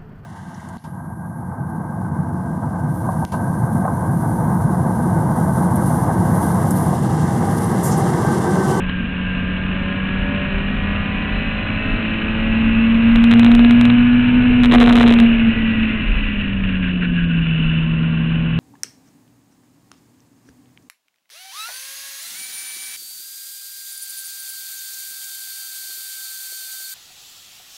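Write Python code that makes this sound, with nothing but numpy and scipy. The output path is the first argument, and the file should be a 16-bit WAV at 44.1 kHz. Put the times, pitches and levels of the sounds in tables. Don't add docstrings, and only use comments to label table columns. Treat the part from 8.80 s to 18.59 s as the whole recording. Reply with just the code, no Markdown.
import sys
import numpy as np
from scipy import signal
from scipy.fft import rfft, irfft, next_fast_len
from scipy.io import wavfile
from scipy.ndimage import uniform_filter1d

SR = 44100
rng = np.random.default_rng(int(sys.argv[2]) if len(sys.argv) > 2 else 0)


def persist_wave(psi):
    counts = np.round(np.clip(psi, -1, 1) * 32767).astype(np.int16)
    wavfile.write(sys.argv[1], SR, np.atleast_2d(counts).T)


N = 431738
TIME = np.arange(N) / SR


# f/Hz, pulling level/dB, level after lift-off/dB
BOOM_LEVELS = [(159.4, -17.5, -15.5), (169, -17, -16), (185, -24.5, -20), (192, -24, -20),
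               (214, -29, -29.5), (219.7, -23, -20), (224.5, -15.5, -18), (233.7, -8, -11.5),
               (242, -10.5, -11), (244.5, -12.5, -28.5)]
# t/s, half length/s, change/dB
BOOM_SWELLS = [(5.48, 0.049, -2.5), (6.432, 0.025, 4), (6.685, 0.015, 7.5), (6.749, 0.018, -12)]

def boom(hz, firings, lift_off_s=5.85, fade_s=.2, flutter_db=.7):
    rate, pulling, coasting = np.transpose(BOOM_LEVELS)
    lifted = np.clip((TIME - lift_off_s) / fade_s, 0, 1)
    level_db = (1 - lifted) * np.interp(hz, rate, pulling) + lifted * np.interp(hz, rate, coasting)
    level_db += sum(db * bump(s, half_s) for s, half_s, db in BOOM_SWELLS)
    return undb(level_db + flutter_db * walk(35)) * np.sin(2 * np.pi * firings)


# multiple of firing rate, level/dB
EXHAUST_TONES = [(.5, -37), (.75, -37.5), (1.25, -41.5), (1.5, -49), (2, -44), (2.25, -53.5), (2.5, -48),
                 (2.75, -47.5), (3, -44), (3.25, -52.5), (3.5, -50), (3.75, -48.5), (4, -51.5),
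                 (4.25, -53.5), (4.5, -58), (4.75, -50), (5, -51.5), (5.25, -59), (5.5, -50.5),
                 (5.75, -59.5), (6, -51.5), (6.5, -48.5), (7, -48.5), (9.75, -52), (10.75, -51.5),
                 (11.75, -49.5), (12.25, -45.5), (12.75, -57)]
# f/Hz, width/Hz, boost/dB
BODY_RESONANCES = [(122.43, 4.9, 14.5), (238, 5, 5.5), (328.2, 6.1, 14), (465, 12, 3.5), (574.6, 18, 6.5),
                   (651, 6.2, 7.5), (660, 18, -5), (1017, 25, 9), (1210, 21, 5.5), (1480, 30, 4),
                   (2400, 30, 1.5), (2610, 78, 7.5), (2647, 58, 8.5)]

def exhaust(hz, firings, load, rough_db=3, jitter=.017):
    out = boom(hz, firings)
    uneven = firings + jitter * walk(40)
    for multiple, db in EXHAUST_TONES:
        size = load * undb(db + resonance_db(multiple * hz, BODY_RESONANCES) + rough_db * walk(9))
        out += size * np.sin(2 * np.pi * (multiple * uneven + rng.random()))
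    return np.sqrt(2) * out


# multiple of shaft rate, driving level/dB, coasting level/dB, waver/rad
GEAR_TONES = [(1, -31, -31.5, 0.95), (2, -34, -42.5, 0.15), (21, -43, -47, 1), (23, -44, -47, 0.71)]
# f/Hz, width/Hz, boost/dB
CASE_RESONANCES = [(1450, 110, -1.5), (1604, 22, 6.5), (1667, 22, 7.5), (1950, 70, 5.5), (2110, 20, -5.5)]
SHAFT_RATIO = .4152

def gearbox(hz, firings, load, case_ring, tooth_db=6):
    shaft, shaft_hz = SHAFT_RATIO * firings, SHAFT_RATIO * hz
    slack = 1 - load
    ring_db = 20 * np.log10(case_ring / np.median(case_ring))
    out = 0
    for multiple, drive_db, coast_db, waver in GEAR_TONES:
        db = load * drive_db + slack * coast_db + 1.9 * walk(6.3)
        db += resonance_db(multiple * shaft_hz, CASE_RESONANCES)
        db += (multiple > 2) * slack * (ring_db + tooth_db * walk(110))
        wobble = waver * (1 + 1.8 * slack) * walk(45)
        out += undb(db) * np.sin(2 * np.pi * multiple * shaft + wobble)
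    return np.sqrt(2) * out


def squeal(hz, firings, load, multiple=19, centre_hz=4000, width_hz=85):
    off_centre = (multiple * hz - centre_hz) / width_hz
    size = load * undb(-52 + 1.7 * walk(25)) / np.sqrt(1 + off_centre ** 2)
    return np.sqrt(2) * size * np.sin(2 * np.pi * multiple * firings)


# t/s, level/dB
DRONE_LEVELS = [(0, -42), (1, -52), (2, -53.5), (5, -50), (7.6, -44), (8.1, -33), (8.8, -30.5), (9.3, -24),
                (9.79, -25)]

def drone(firings):
    hum = np.sin(2 * np.pi * (1 + SHAFT_RATIO) * firings + .12 * walk(27))
    hum += undb(-12) * np.sin(2 * np.pi * 2 * firings + .5 * walk(25))
    return np.sqrt(2) * undb(curve(DRONE_LEVELS) + .98 * walk(5.8)) * hum


# start/s, end/s, clatter level/dB, case ring level/dB
CHATTER_BURSTS = [(2.983, 3.4, -42, -48), (5.15, 5.707, -38.5, -37), (6.364, 7.306, -32.5, -34),
                  (7.3, 7.728, -32, -37), (7.839, 7.972, -31, -32), (8.027, 8.115, -29.5, -31.5),
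                  (8.216, 8.262, -30.5, -26.5), (8.347, 8.448, -30.5, -33), (8.493, 9.039, -33, -35.5)]

def rattling(hz, load, edge_s=.021):
    octaves = np.log2(hz / 200)
    rattle_power = (undb(-29.5 + 5.2 * octaves) * load ** .3) ** 2
    ring_power = (undb(-34.5 - 1.4 * octaves) * load ** .4) ** 2
    for start, end, rattle_db, ring_db in CHATTER_BURSTS:
        burst = np.clip(.5 + np.minimum(TIME - start, end - TIME) / edge_s, 0, 1)
        rattle_power += burst * undb(rattle_db) ** 2
        ring_power += burst * undb(ring_db) ** 2
    return np.sqrt(rattle_power), np.sqrt(ring_power)


# f/Hz, level/dB
VALVE_SPECTRUM = [(900, -23.5), (1400, -8), (1900, -6), (2130, -9), (2330, 5), (2450, -1.5), (2580, -0.5),
                  (2780, -2.5), (2950, -8.5), (3120, -10.5), (3500, -20), (3900, -23.5), (4300, -33.5)]

def valves(firings, count=16, ring_s=.0033, scatter_db=4, slop_s=.00005):
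    age = np.arange(1024) / SR
    ring = rng.standard_normal(len(age)) * np.exp(-age / ring_s)
    cycles = np.arange(int(firings[-1] / 4))[:, None]
    closings = 4 * (cycles + (np.arange(count) + rng.random(count)) / count)
    strength_db = 3 * rng.standard_normal(count)
    late, size = np.moveaxis(rng.standard_normal((600, count, 2))[:len(cycles)], -1, 0)
    at = np.interp(closings, firings, np.arange(N)) + slop_s * SR * late
    at = np.clip(at, 0, N - 1).astype(int)
    taps = np.bincount(at.ravel(), undb(strength_db + scatter_db * size).ravel(), N)
    return colour(signal.fftconvolve(taps, ring)[:N], VALVE_SPECTRUM)


# f/Hz, level/dB
TEETH_SPECTRUM = [(900, -23.5), (1400, -27), (1900, -5.5), (2120, -10), (2350, 6.5), (2550, 8), (2750, 12),
                  (2950, 7), (3120, -5.5), (3500, -8), (3900, -21.5), (4300, -78)]
CASE_SPECTRUM = [(900, -30), (1250, -16.5), (1460, -1), (1550, -4.5), (1660, -1), (1800, -6), (2100, -9.5),
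                 (2800, -27.5)]

def clatter(firings, load, rattle, case_ring, throb=.19):
    taps = valves(firings)
    chatter = noise() * (1 + throb * np.cos(2 * np.pi * firings)) * undb(2 * walk(300))
    tap_share = .6 * load
    blows = np.sqrt(tap_share) * taps + np.sqrt(1 - tap_share) * colour(chatter, TEETH_SPECTRUM)
    return rattle * undb(-1) * blows + case_ring * undb(-4) * colour(chatter, CASE_SPECTRUM)


# t/s, level/dB
BRAKE_LEVELS = [(0, -73.5), (6.2, -68), (6.5, -38.5), (7.8, -44.5), (8.6, -33), (8.75, -28.5), (9, -28),
                (9.08, -34), (9.79, -36.5)]
# f/Hz, level/dB
DISC_SPECTRUM = [(2400, -29.5), (2570, -9), (2680, 5), (2830, -7), (2950, 4.5), (3060, -17), (3300, -23.5),
                 (3480, -15), (3700, -35.5)]

def brakes():
    return undb(curve(BRAKE_LEVELS) + .52 * walk(40)) * colour(noise(), DISC_SPECTRUM)


# t/s, level/dB, decay/s
LOOSE_KNOCKS = [(0.087, -28, 0.0047), (0.096, -22, 0.01), (8.086, -32, 0.02), (8.236, -30, 0.018)]

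def knocks():
    blows = sum(undb(db) * (TIME >= s) * np.exp(-np.abs(TIME - s) / decay) for s, db, decay in LOOSE_KNOCKS)
    metal = sum(colour(noise(), shape) for shape in (CASE_SPECTRUM, TEETH_SPECTRUM, RUSH_SPECTRUM))
    return blows * unit(metal)


# t/s, half length/s, level/dB
RUMBLE_SWELLS = [(1.42, 0.036, -23), (1.78, .05, -23.5), (2.153, 0.24, -23.5), (2.53, .05, -25),
                 (3.073, 0.12, -25), (3.69, 0.041, -21), (4, .04, -26.5), (4.36, 0.041, -14),
                 (5.996, .04, -19), (7.331, 0.11, -16.5), (7.5, 0.06, -21.5), (8.43, 0.053, -20.5),
                 (8.84, 0.058, -21)]
# f/Hz, level/dB
WIND_SPECTRUM = [(15, -15), (24, -5), (32, -2), (38, -3), (46, -6.5), (60, -22), (100, -32.5), (200, -38.5)]

def wind(top_speed_s=5.3, fall_db_per_s=1.24):
    steady = undb(-25 - fall_db_per_s * np.abs(TIME - top_speed_s))
    swell_power = sum((undb(db) * bump(s, half_s)) ** 2 for s, half_s, db in RUMBLE_SWELLS)
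    return np.sqrt(steady ** 2 + swell_power) * colour(noise(), WIND_SPECTRUM)


# f/Hz, level/dB
COCKPIT_SPECTRUM = [(40, -6.5), (70, -0.5), (110, -3.5), (170, -5), (235, 3), (280, -1), (330, -14),
                    (450, -16.5), (650, -22), (1000, -48.5)]
RUSH_SPECTRUM = [(200, -6), (400, -5), (600, 1.5), (800, -4), (1050, 5.5), (1300, 3), (1700, 2.5),
                 (2200, -2), (3200, -1.5), (4300, -21.5)]
# t/s, relative level/dB
RUSH_LEVELS = [(0, -41), (1.2, -39), (3, -40.5), (4.5, -38), (5.6, -42.5), (6.6, -46), (7.3, -42.5),
               (8.5, -45), (9.1, -39.5), (9.79, -41)]

def road_noise():
    rumble = undb(-27 + .37 * walk(14)) * colour(noise(), COCKPIT_SPECTRUM)
    rush = undb(curve(RUSH_LEVELS) + 3 + .61 * walk(50)) * colour(noise(), RUSH_SPECTRUM)
    return rumble + rush


# t/s, gain/dB
OVERLOAD_SURGE = [(0, -0.5), (4.2, 1), (4.6, 1.4), (5.2, 1), (5.85, 2.2), (5.93, 2.5), (6.05, 4),
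                  (6.3, 3.5), (6.42, 2.44), (6.6, 1.77), (9.79, -2.2)]
CEILING, TREBLE_LIMIT_HZ = .73, 4150

def overload(x, shake=.11, rasp_db=-22):
    surge_db = curve(OVERLOAD_SURGE)
    surge = np.clip(surge_db, 0, None)
    bias = shake * surge * np.tanh(walk(90))
    x = x * undb(surge_db) + bias + undb(rasp_db) * rasp(surge)
    return x / (1 + (x / CEILING) ** 24) ** (1 / 24) - .8 * bias


# f/Hz, level/dB
RASP_SPECTRUM = [(330, -10.5), (400, -2.5), (440, 10.5), (480, 1.5), (600, -4.5), (720, -3), (830, -11),
                 (970, -5.5), (1400, -12)]

def rasp(surge):
    return (surge / surge.max()) ** 2 * colour(noise(), RASP_SPECTRUM)


# start/s, end/s, chance per crest, typical length/s
SPUTTER_RUNS = [(5.916, 5.96, .42, 0.00039), (6.007, 6.114, .32, 0.00023), (6.127, 6.243, .25, 0.00016),
                (6.26, 6.326, .32, .00022)]

def sputter(swing, length_spread=.74, edge_db=-32, edge_spread_db=6):
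    crests = signal.find_peaks(swing, distance=SR // 700)[0] / SR
    rows = []
    for start, end, chance, length_s in SPUTTER_RUNS:
        luck = rng.uniform(-1, 1, (200, 3))
        for s, (pick, length, edge) in zip(crests[(crests > start) & (crests < end)], luck):
            if abs(pick) < chance:
                stretch = np.exp(np.sqrt(3) * length_spread * length)
                rows.append((s, length_s * stretch, edge_db + np.sqrt(3) * edge_spread_db * edge))
    return rows


# t/s, relative edge level/dB
CLEAR_CRACKS = [(4.359, -27.5), (4.4392, -25), (4.5112, -25), (4.5157, -26), (4.5264, -41), (4.5364, -26),
                (4.5947, -20), (4.6311, -39), (4.6453, -23.5), (4.6634, -36), (4.7158, -31),
                (4.7502, -20.5), (4.792, -36), (4.8485, -38), (4.9079, -24), (5.011, -20.5), (5.0534, -26),
                (5.101, -45), (5.8349, -23.5), (5.8409, -33), (5.8476, -27), (5.8573, -25), (5.914, -36),
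                (5.9223, -35), (5.9384, -23), (5.982, -37), (6.0008, -20.5), (6.0292, -26), (6.0933, -24),
                (6.1253, -24), (6.1544, -19), (6.1835, -25), (6.2627, -36), (6.2769, -25), (6.337, -23),
                (6.3865, -32), (6.401, -21)]

def cracks(x, crack_s=.00014, lag_s=.0012, depth=.74, overshoot=.11, edge_gain_db=14):
    collapse, edges = np.zeros(N), np.zeros(N)
    reach = SR // 900
    offset = np.arange(-reach, reach)
    swing = np.abs(uniform_filter1d(x, size=40))
    clear = [(s + lag_s, crack_s, db) for s, db in CLEAR_CRACKS]
    for s, length_s, edge_db in sputter(swing) + clear:
        first = int(s * SR) - reach
        crest = first + np.argmax(swing[first:first + 2 * reach])
        outside = np.abs(offset) - length_s * SR / 2
        rebound = overshoot * np.exp(-((outside - 4) / 3) ** 2)
        collapse[crest + offset] = np.sign(x[crest]) * (rebound - depth * np.clip(.5 - outside, 0, 1))
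        edges[crest] = -np.sign(x[crest]) * undb(edge_db + edge_gain_db)
    collapse = signal.sosfilt(signal.butter(1, 190, "high", fs=SR, output="sos"), collapse)
    edges = signal.sosfilt(signal.butter(2, 7000, fs=SR, output="sos"), edges)
    return collapse, edges - low_pass(edges, TREBLE_LIMIT_HZ)


def undb(db):
    return 10 ** (np.asarray(db) / 20)


def curve(table):
    return np.interp(TIME, *np.transpose(table))


def bump(s, half_s):
    return np.exp(-((TIME - s) / half_s) ** 2)


def unit(x):
    return x / np.sqrt(np.mean(x ** 2))


def noise():
    return rng.standard_normal(N)


def walk(rate):
    knots = rng.standard_normal(4000)
    path = np.interp(TIME * rate, np.arange(len(knots)), knots)
    return unit(uniform_filter1d(path, int(SR / rate)))


def resonance_db(hz, resonances):
    grid = np.arange(SR / 8)
    return np.interp(hz, grid, sum(db / (1 + ((grid - f) / width) ** 2) for f, width, db in resonances))


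def colour(x, spectrum):
    size = next_fast_len(N)
    log_f = np.log(np.fft.rfftfreq(size, 1 / SR) + 1)
    hz, db = np.transpose(spectrum)
    beyond = np.maximum(np.log(hz[0]) - log_f, 0) + np.maximum(log_f - np.log(hz[-1]), 0)
    gain = undb(np.interp(log_f, np.log(hz), db) - 20 * beyond)
    return unit(irfft(rfft(x, size) * gain, size)[:N])


def low_pass(x, hz, order=8):
    margin = SR // 50
    sections = signal.ellip(order, .1, 50, hz, fs=SR, output="sos")
    return signal.sosfiltfilt(sections, np.pad(x, margin))[margin:-margin]


# t/s, f/Hz
FIRING_RATE = [(0, 184.3), (.4, 183.2), (.8, 185.1), (1.2, 190), (1.6, 193.7), (2.4, 204.1), (3.2, 216.5),
               (4, 225.9), (5.6, 247.2), (5.8, 245.7), (5.92, 240.6), (6.1, 239.7), (6.7, 226.3),
               (7, 221.6), (7.3, 214.1), (7.9, 188.9), (8.75, 160.5), (9.79, 163.8)]
# t/s, level/dB
ENGINE_LOAD = [(0, -9.5), (.6, -4.5), (1.3, -0.5), (5.1, -0.5), (5.8, -3.5), (6, -12.5), (6.6, -5),
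               (7.4, -11), (8.2, -15), (9, -13.5), (9.2, -8), (9.79, -6)]

def scene():
    hz = curve(FIRING_RATE)
    load = undb(curve(ENGINE_LOAD))
    firings = np.cumsum(hz) / SR
    rattle, case_ring = rattling(hz, load)
    engine = exhaust(hz, firings, load) + gearbox(hz, firings, load, case_ring)
    engine += squeal(hz, firings, load) + drone(firings) + clatter(firings, load, rattle, case_ring)
    return (engine + brakes() + knocks() + wind() + road_noise())[None]


def record(dry):
    x = overload(dry[0])
    collapse, edges = cracks(x)
    narrow = low_pass(x, TREBLE_LIMIT_HZ)
    mirror = narrow * 2 * np.cos(2 * np.pi * 8000 * TIME)
    cracked = np.clip(narrow + collapse, -CEILING, CEILING)
    muffled = low_pass(cracked + mirror, hz=3900, order=6)
    return low_pass(muffled + edges, hz=15900)[None]


dry = scene()
out = record(dry)
persist_wave(out)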